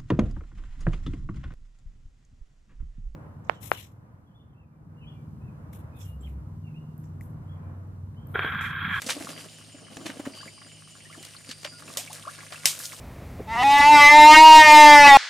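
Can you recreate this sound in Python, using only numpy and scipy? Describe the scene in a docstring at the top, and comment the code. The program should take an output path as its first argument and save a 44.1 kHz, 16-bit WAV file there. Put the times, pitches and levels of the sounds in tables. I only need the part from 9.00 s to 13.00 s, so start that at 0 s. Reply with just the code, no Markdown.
"""A man in a muddy ditch shakes a woven sack, sets it down, wades and snaps dry twigs in the thicket.
From the start: shaped noise for air, insects and rustle, sines for a distant engine and paired chirps.
At once twigs snap (noise cracks with echoes), the sack's load knocks (ringing tones) and mud splashes
(grainy noise). Drips plop throughout (short gliding sines) and other insects sing in narrow noise bands.
From 1.4 s bigger bubbles join, from 2.7 s a frog; the loudest snaps come near 3 and 3.7 s."""
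import sys
import numpy as np
from scipy import signal
from scipy.fft import rfft, irfft, next_fast_len
from scipy.io import wavfile
from scipy.ndimage import map_coordinates

SR = 44100
rng = np.random.default_rng(int(sys.argv[2]) if len(sys.argv) > 2 else 0)


def wav_out(sig):
    """Save sig, one row per channel (or a flat mono array), as 16-bit PCM at SR to the path in sys.argv[1]."""
    wavfile.write(sys.argv[1], SR, np.round(np.clip(np.atleast_2d(sig).T, -1, 1) * 32767).astype(np.int16))


N = 176400  # samples: four seconds
T = np.arange(N) / SR

# How much he moves, before each sound's own trim: (time [s], rustle level [dB], low slosh level [dB])
MOTION = [(0, -64.5, -81), (.05, -54.5, -44), (.11, -45.5, -45), (.17, -55.5, -41), (.36, -58.5, -47.5),
          (.44, -62.5, -50), (.62, -66.5, -59.5), (.86, -77, -50.5), (1.08, -59.5, -45.5),
          (1.14, -66.5, -47), (1.45, -63, -51), (1.56, -72, -56), (2.0, -69, -60), (2.22, -62.5, -59.5),
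          (2.44, -66.5, -63.5), (2.8, -67.5, -55.5), (2.88, -62, -48), (3.1, -62, -56), (3.6, -60.5, -57),
          (3.85, -58, -56.5)]
# How alike left and right are for near sounds: (frequency [Hz], correlation [-1 to 1])
NEAR_LIKENESS = [(60, 1), (380, 0.54), (8000, 0.91), (15000, 0.42)]
# The same for far sounds: (frequency [Hz], correlation [-1 to 1])
FAR_LIKENESS = [(60, 0.067), (15000, 0.89)]


def amp(db):
    """Turn decibels into a plain multiplier."""
    return 10 ** (np.asarray(db) / 20)


def unit(x):
    """Scale a sound to an average (rms) strength of 1."""
    return x / np.sqrt(np.mean(x ** 2) + 1e-20)


def along(points, hz):
    """Read a (Hz, value) curve at any frequency, with straight lines on a log axis."""
    f, v = np.transpose(points)
    return np.interp(np.log(hz + 1), np.log(f + 1), v)


def curves(rows):
    """Draw each column after the time as a curve with one value per sample."""
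    s, *columns = np.transpose(rows)
    return [np.interp(T, s, column) for column in columns]


def wobble(rate):
    """A smooth random curve with `rate` random points per second."""
    points = rng.standard_normal(int(N * rate / SR) + 4)
    return map_coordinates(points, [T * rate])


def filtered(x, response):
    """Make each frequency stronger or weaker, as the response says."""
    m = next_fast_len(x.shape[-1] + 4096)
    spectrum = rfft(x, m) * response(np.fft.rfftfreq(m, 1 / SR))
    return irfft(spectrum, m)[..., :x.shape[-1]]


def rush(gain, likeness, size=N, grit_db=0.):
    """Stereo noise of rms 1; quick random level changes (grit) make it grainy."""
    points = rng.standard_normal(size // 30 + 4)
    grit = amp(grit_db * map_coordinates(points, [np.arange(size) / 30], order=1))

    def middle_and_side(hz):
        # The more side there is beside the middle, the less alike the two ears are.
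        turn = np.arccos(np.clip(along(likeness, hz), -1, 1)) / 2
        return gain(hz) * [np.cos(turn), np.sin(turn)]

    mid, side = filtered(grit * rng.standard_normal((2, size)), middle_and_side)
    return unit(np.array([mid + side, mid - side]))


def add(out, s, x):
    """Mix x in at time s."""
    at = max(round(s * SR), 0)
    out[..., at:at + x.shape[-1]] += x[..., :N - at]


def plops(rows):
    """Bubbles ring as gliding sines with a soft start and a dying end."""
    out = np.zeros(N)
    for s, db, hz, rise, length in rows:
        u = np.arange(int(1.7 * length * SR)) / (length * SR)  # time in bubble lengths
        phase = 2 * np.pi * hz * length * (u + (rise - 1) * u * u / 2)
        envelope = 4.6 * u * np.exp(-3 * u ** 1.4)
        add(out, s, amp(db) * np.sin(phase) * envelope)
    return out


def background():
    """Shaped noise for air and a swelling far insect chorus; two sines tied to one engine's turning."""
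    # Colour of the air noise: (frequency [Hz], level [dB])
    air_colour = [(15, -59), (25, -13), (105, -5.5), (161, -6), (1330, -35.5), (2990, -17.5), (3340, -28.5),
                  (4870, -17.5), (7710, -29), (8830, -53), (14800, -70)]
    # Colour of the far insects: (frequency [Hz], level [dB])
    chorus_colour = [(7850, -73), (8000, -1.5), (9000, 5.5), (10600, -15), (12000, -76)]
    air = amp(-54.5) * rush(lambda f: amp(along(air_colour, f)), FAR_LIKENESS)

    chorus_db = -60 + 4.5 * T / T[-1]
    chorus = amp(chorus_db) * rush(lambda f: amp(along(chorus_colour, f)), FAR_LIKENESS)

    second_hz = 106 - 4.5 * T / T[-1] + 0.34 * wobble(5.58)  # twice the turning rate, slowly sagging
    turn = np.pi * np.cumsum(second_hz) / SR
    second = amp(-53.5 + 1.5 * wobble(7)) * np.sin(2 * turn)
    third = amp(-54.5 + 2.5 * wobble(9)) * np.sin(3 * turn)
    return air + chorus + second + third


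def sack():
    """Sack and mud slosh as noise through broad resonances; the load knocks as two dying tones."""
    # Resonances, before a slight sharpening: (centre [Hz], width [Hz], level [dB])
    resonances = [(257, 93, -1), (640, 62, -7), (1170, 92, -20)]
    # Knocks of the load, before a 10 dB lift: (time [s], level [dB], pitch [Hz])
    knocks = [(0.062, -32, 231), (0.161, -27, 298), (0.203, -29, 292), (0.242, -30, 219), (0.288, -37, 275),
              (0.743, -35, 279.5), (0.968, -34.5, 320), (1.054, -28.5, 318), (1.092, -27, 261),
              (1.166, -35, 248), (1.193, -26, 288), (1.265, -23, 267), (1.459, -35.5, 240),
              (2.175, -38, 327), (2.201, -44, 370), (2.488, -35, 245)]
    ring_t60_s, attack_s = 0.039, 0.0063
    upper_ratio, upper_db = 2.137, -7  # typical second tone, beside the first

    def body(f):
        parts = [amp(db) * w * f / np.abs(c * c - f * f + 1j * f * w) for c, w, db in resonances]
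        return sum(parts) ** 1.15

    slosh_db = curves(MOTION)[1] - 3 + 3.5 * wobble(45)
    out = amp(slosh_db) * rush(body, NEAR_LIKENESS)
    t = T[:SR // 8]
    for s, db, hz in knocks:
        size, detune = rng.standard_normal(2)
        upper_hz = hz * (upper_ratio + 0.096 * detune)
        upper = amp(upper_db + 2 * size) * np.sin(2 * np.pi * upper_hz * t)
        ring = np.sin(2 * np.pi * hz * t) + upper
        # The strength jumps at random every 60 samples, which roughens the knock.
        steps = rng.standard_normal(len(t) // 60 + 1).repeat(60)[:len(t)]
        ring = ring * (1 + .35 * steps)
        envelope = amp(db + 10 - 60 * t / ring_t60_s) * (1 - np.exp(-(t / attack_s) ** 2))
        add(out, s, envelope * ring * np.ones((2, 1)))
    return out


def water(count=300):
    """Grainy noise rustles with the motion; drips and bubbles plop as sines with a little echo."""
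    # Rustle of sack, leaves and water: (frequency [Hz], level [dB])
    rustle_colour = [(290, -66), (500, 4.5), (773, -7.5), (1530, -3), (10200, -4), (14700, -20),
                     (16000, -32)]
    # Big bubbles: (time [s], level [dB], start pitch [Hz], pitch ratio after one length, length [s])
    bubbles = [(1.403, -42, 1340, 1.37, 0.015), (1.429, -39, 890, 1.55, 0.0065),
               (1.478, -35, 1850, 1.35, 0.0049), (2.05, -46, 1740, 1.14, 0.02),
               (2.097, -48, 1035, 1.52, 0.021), (2.127, -37.5, 1950, 1.14, 0.0031),
               (2.143, -43, 1750, 1.02, 0.011), (2.365, -36, 3870, 1.3, 0.0028),
               (2.503, -39.5, 1810, 0.97, 0.0081), (2.65, -32.5, 610, 0.97, 0.012),
               (2.878, -39, 2300, 1.23, 0.0076), (2.975, -38, 502, 1.56, 0.03),
               (3.074, -36.5, 1980, 1.38, 0.0073), (3.097, -39.5, 588, 2.04, 0.0193),
               (3.249, -40, 934, 1.76, 0.015), (3.266, -37.5, 538, 1.38, 0.018),
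               (3.272, -31, 934, 1.73, 0.021), (3.521, -35, 586, 1.26, 0.0057),
               (3.557, -35, 2430, 1.18, 0.0053)]
    level_db = curves(MOTION)[0]
    rustle = rush(lambda f: amp(along(rustle_colour, f)), NEAR_LIKENESS, grit_db=4.5)
    rustle = amp(level_db + 11 + 3 * wobble(30)) * rustle

    # Small drips fall at random times, and within limits they get louder with the motion.
    when, size, pitch, glide = rng.random((count, 4)).T
    drip_hz = 3000 * np.exp(2.1 * (pitch - .5))
    motion_db = np.clip(level_db[(when * N).astype(int)], -67, -57)
    drip_db = 20.5 + motion_db - 3 * np.log(size + .03)
    drip_s = 2.5 / drip_hz  # 2.5 cycles of the start pitch
    drips = np.transpose([when * T[-1], drip_db, drip_hz, 1 + 0.21 * glide, drip_s])
    plop = plops(bubbles) + plops(drips)

    t = T[:SR // 10]
    tail = rng.standard_normal((2, len(t))) * amp(-60 * t / 0.074)  # echo fades 60 dB in 0.074 s
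    tail = tail / np.linalg.norm(tail[0])
    echo = amp(-1) * signal.fftconvolve(plop[None], tail, axes=1)[:, :N]
    return rustle + plop * amp([[.8], [-.8]]) + echo  # plops lean slightly left


def cricket():
    """Paired chirps of a high sine: a held note, then a weaker pulsing trill; the pitch sags late."""
    first_s, every_s, pair_s = .005, .2375, .052
    pitch_hz, held_s, sag = 7110, 0.024, 0.015
    out, t = np.zeros((2, N)), T[:int(pair_s * SR)]
    held = np.sin(np.pi * np.clip(t / held_s, 0, 1)) ** 0.41

    after = t - held_s
    pulses = np.abs(np.sin(np.pi * after * 130))  # 130 pulses per second
    trill = (t > held_s) * amp(-4 - 83 * after) * pulses

    bend = 1 - sag * np.clip(t / held_s - .6, 0, .7)
    phase = 2 * np.pi * pitch_hz * np.cumsum(bend) / SR
    chirp = (held + trill) * np.sin(phase)
    for s in np.arange(first_s, T[-1], every_s):
        for lag in (0, pair_s):
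            level_db = -53 - 6 * (s > 3) + rng.normal(0, 1.5, (2, 1))  # fainter after 3 s
            add(out, s + lag, amp(level_db) * chirp)
    return out


def snaps():
    """Each twig breaks with a very short noise crack, followed by the thicket's fading noise echo."""
    # Snaps, before a 9.5 dB cut: (time [s], level [dB], tilt [dB/octave], echo's 60 dB fade [s])
    breaks = [(0.0189, -19, 1.4, 0.1), (0.29, -23, -4, 0.2), (0.969, -20.5, -4, 0.045),
              (1.066, -19, -3, 0.14), (2.228, -28.5, 2, 0.051), (2.25, -27, 1, 0.036),
              (2.632, -26, -1.5, .03), (2.651, -22.5, -2.5, 0.014), (2.9719, -10.5, 2, 0.24),
              (3.13, -23.5, 6.5, 0.15), (3.6561, 1.5, 3.5, 0.23), (3.7906, -20.5, 7.5, 0.84)]
    # Colour of a twig before the tilt: (frequency [Hz], level [dB])
    twig_colour = [(88, -60), (150, -0.5), (561, -1.5), (1360, -8), (2550, -4), (8310, -8), (14700, -19.5),
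                   (16500, -60)]
    crack_t60_s, echo_db, echo_low_hz = 0.018, -9, 1610
    out, t = np.zeros((2, N)), T[:SR // 3]
    for s, db, tilt, echo_t60 in breaks:
        def colour(f):
            return amp(along(twig_colour, f) + tilt * np.log2((f + 50) / 5000))

        def echo_colour(f):
            return colour(f) * f / np.hypot(f, echo_low_hz)  # the echo has less bass

        crack = rush(colour, NEAR_LIKENESS, size=len(t)) * amp(-60 * t / crack_t60_s)
        echo = rush(echo_colour, NEAR_LIKENESS, size=len(t)) * amp(echo_db - 60 * t / echo_t60)
        add(out, s, amp(db - 9.5) * (crack + echo))
    return out


def splashes():
    """Disturbed water gives grainy noise bursts around a centre pitch, with a quick start and fade."""
    # Bursts, before a 7 dB cut: (time [s], level [dB], centre [Hz])
    bursts = [(0.063, -23, 5700), (0.088, -17.5, 1480), (0.1, -13.5, 2920), (1.057, -27, 2670),
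              (1.094, -28, 1480), (1.194, -33, 900), (1.252, -28, 1130), (2.49, -30.5, 4170),
              (2.509, -27, 3060), (2.644, -21, 2100), (3.52, -27.5, 1900), (3.834, -25.5, 7370),
              (3.851, -24, 6740), (3.927, -32, 6800)]
    octaves, skirt_db, fade_t60_s, attack_s = 1.24, -16.5, 0.1, .002
    out, t = np.zeros((2, N)), T[:SR // 4]
    for s, db, hz in bursts:
        def colour(f):
            hump = np.exp(-(np.log2((f + 1) / hz) / octaves) ** 2)
            limits = (f > 300) / (1 + (f / 12000) ** 6)  # no bass, soft top
            return (hump + amp(skirt_db)) * limits

        envelope = amp(db - 7 - 60 * t / fade_t60_s) * (1 - np.exp(-t / attack_s))
        add(out, s, envelope * rush(colour, NEAR_LIKENESS, size=len(t), grit_db=5))
    return out


def singers():
    """Other insects and a frog: narrow noise bands that come and go, some gliding in pitch."""
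    # Each singer: (pitch [Hz], half-width [Hz], rise over a song [Hz]),
    # then its songs: (start [s], length [s], level [dB])
    voices = [ ((4670, 135, 170), [(.3, 0.16, -55), (1.31, 0.39, -55), (2.46, 0.36, -53.5)]), ((1428, 5, 0),
              [(2.71, 0.11, -59), (3.34, 0.14, -65), (3.55, 0.21, -57.5), (3.82, 0.12, -58)])]
    songs = [song + voice for voice, rows in voices for song in rows]
    # A lower insect sings even phrases, each sinking in pitch.
    phrase_s = .167
    for s in np.arange(.32, 2.3, phrase_s):
        songs.append((s, phrase_s, -57.5, 3080, 166, -169.6))

    out, waver = np.zeros((2, N)), amp(2.5 * wobble(12))
    for s, length, db, hz, width, rise in songs:
        t = T[:int(length * SR)]
        edge = np.clip(np.minimum(t, length - t) / .03, 0, 1)  # 0.03 s fades
        edge = edge * waver[round(s * SR):][:len(t)]
        noise = rush(lambda f: 1 / (1 + ((f - hz) / width) ** 2), FAR_LIKENESS, size=len(t))
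        # The complex form of the noise lets its pitch be shifted smoothly.
        glide = np.exp(1j * np.pi * rise * t * t / length)
        add(out, s, amp(db) * edge * np.real(signal.hilbert(noise) * glide))
    return out


def scene():
    """Add all the sounds together."""
    return background() + sack() + water() + cricket() + snaps() + splashes() + singers()


def record(dry):
    """A small microphone: weak bass below about 70 Hz, nothing from 16650 Hz up."""
    low_cut_hz, top_hz = 70, 16650
    return filtered(dry, lambda hz: (hz < top_hz) * hz ** 2 / (hz ** 2 + low_cut_hz ** 2))


dry = scene()
out = record(dry)
wav_out(out)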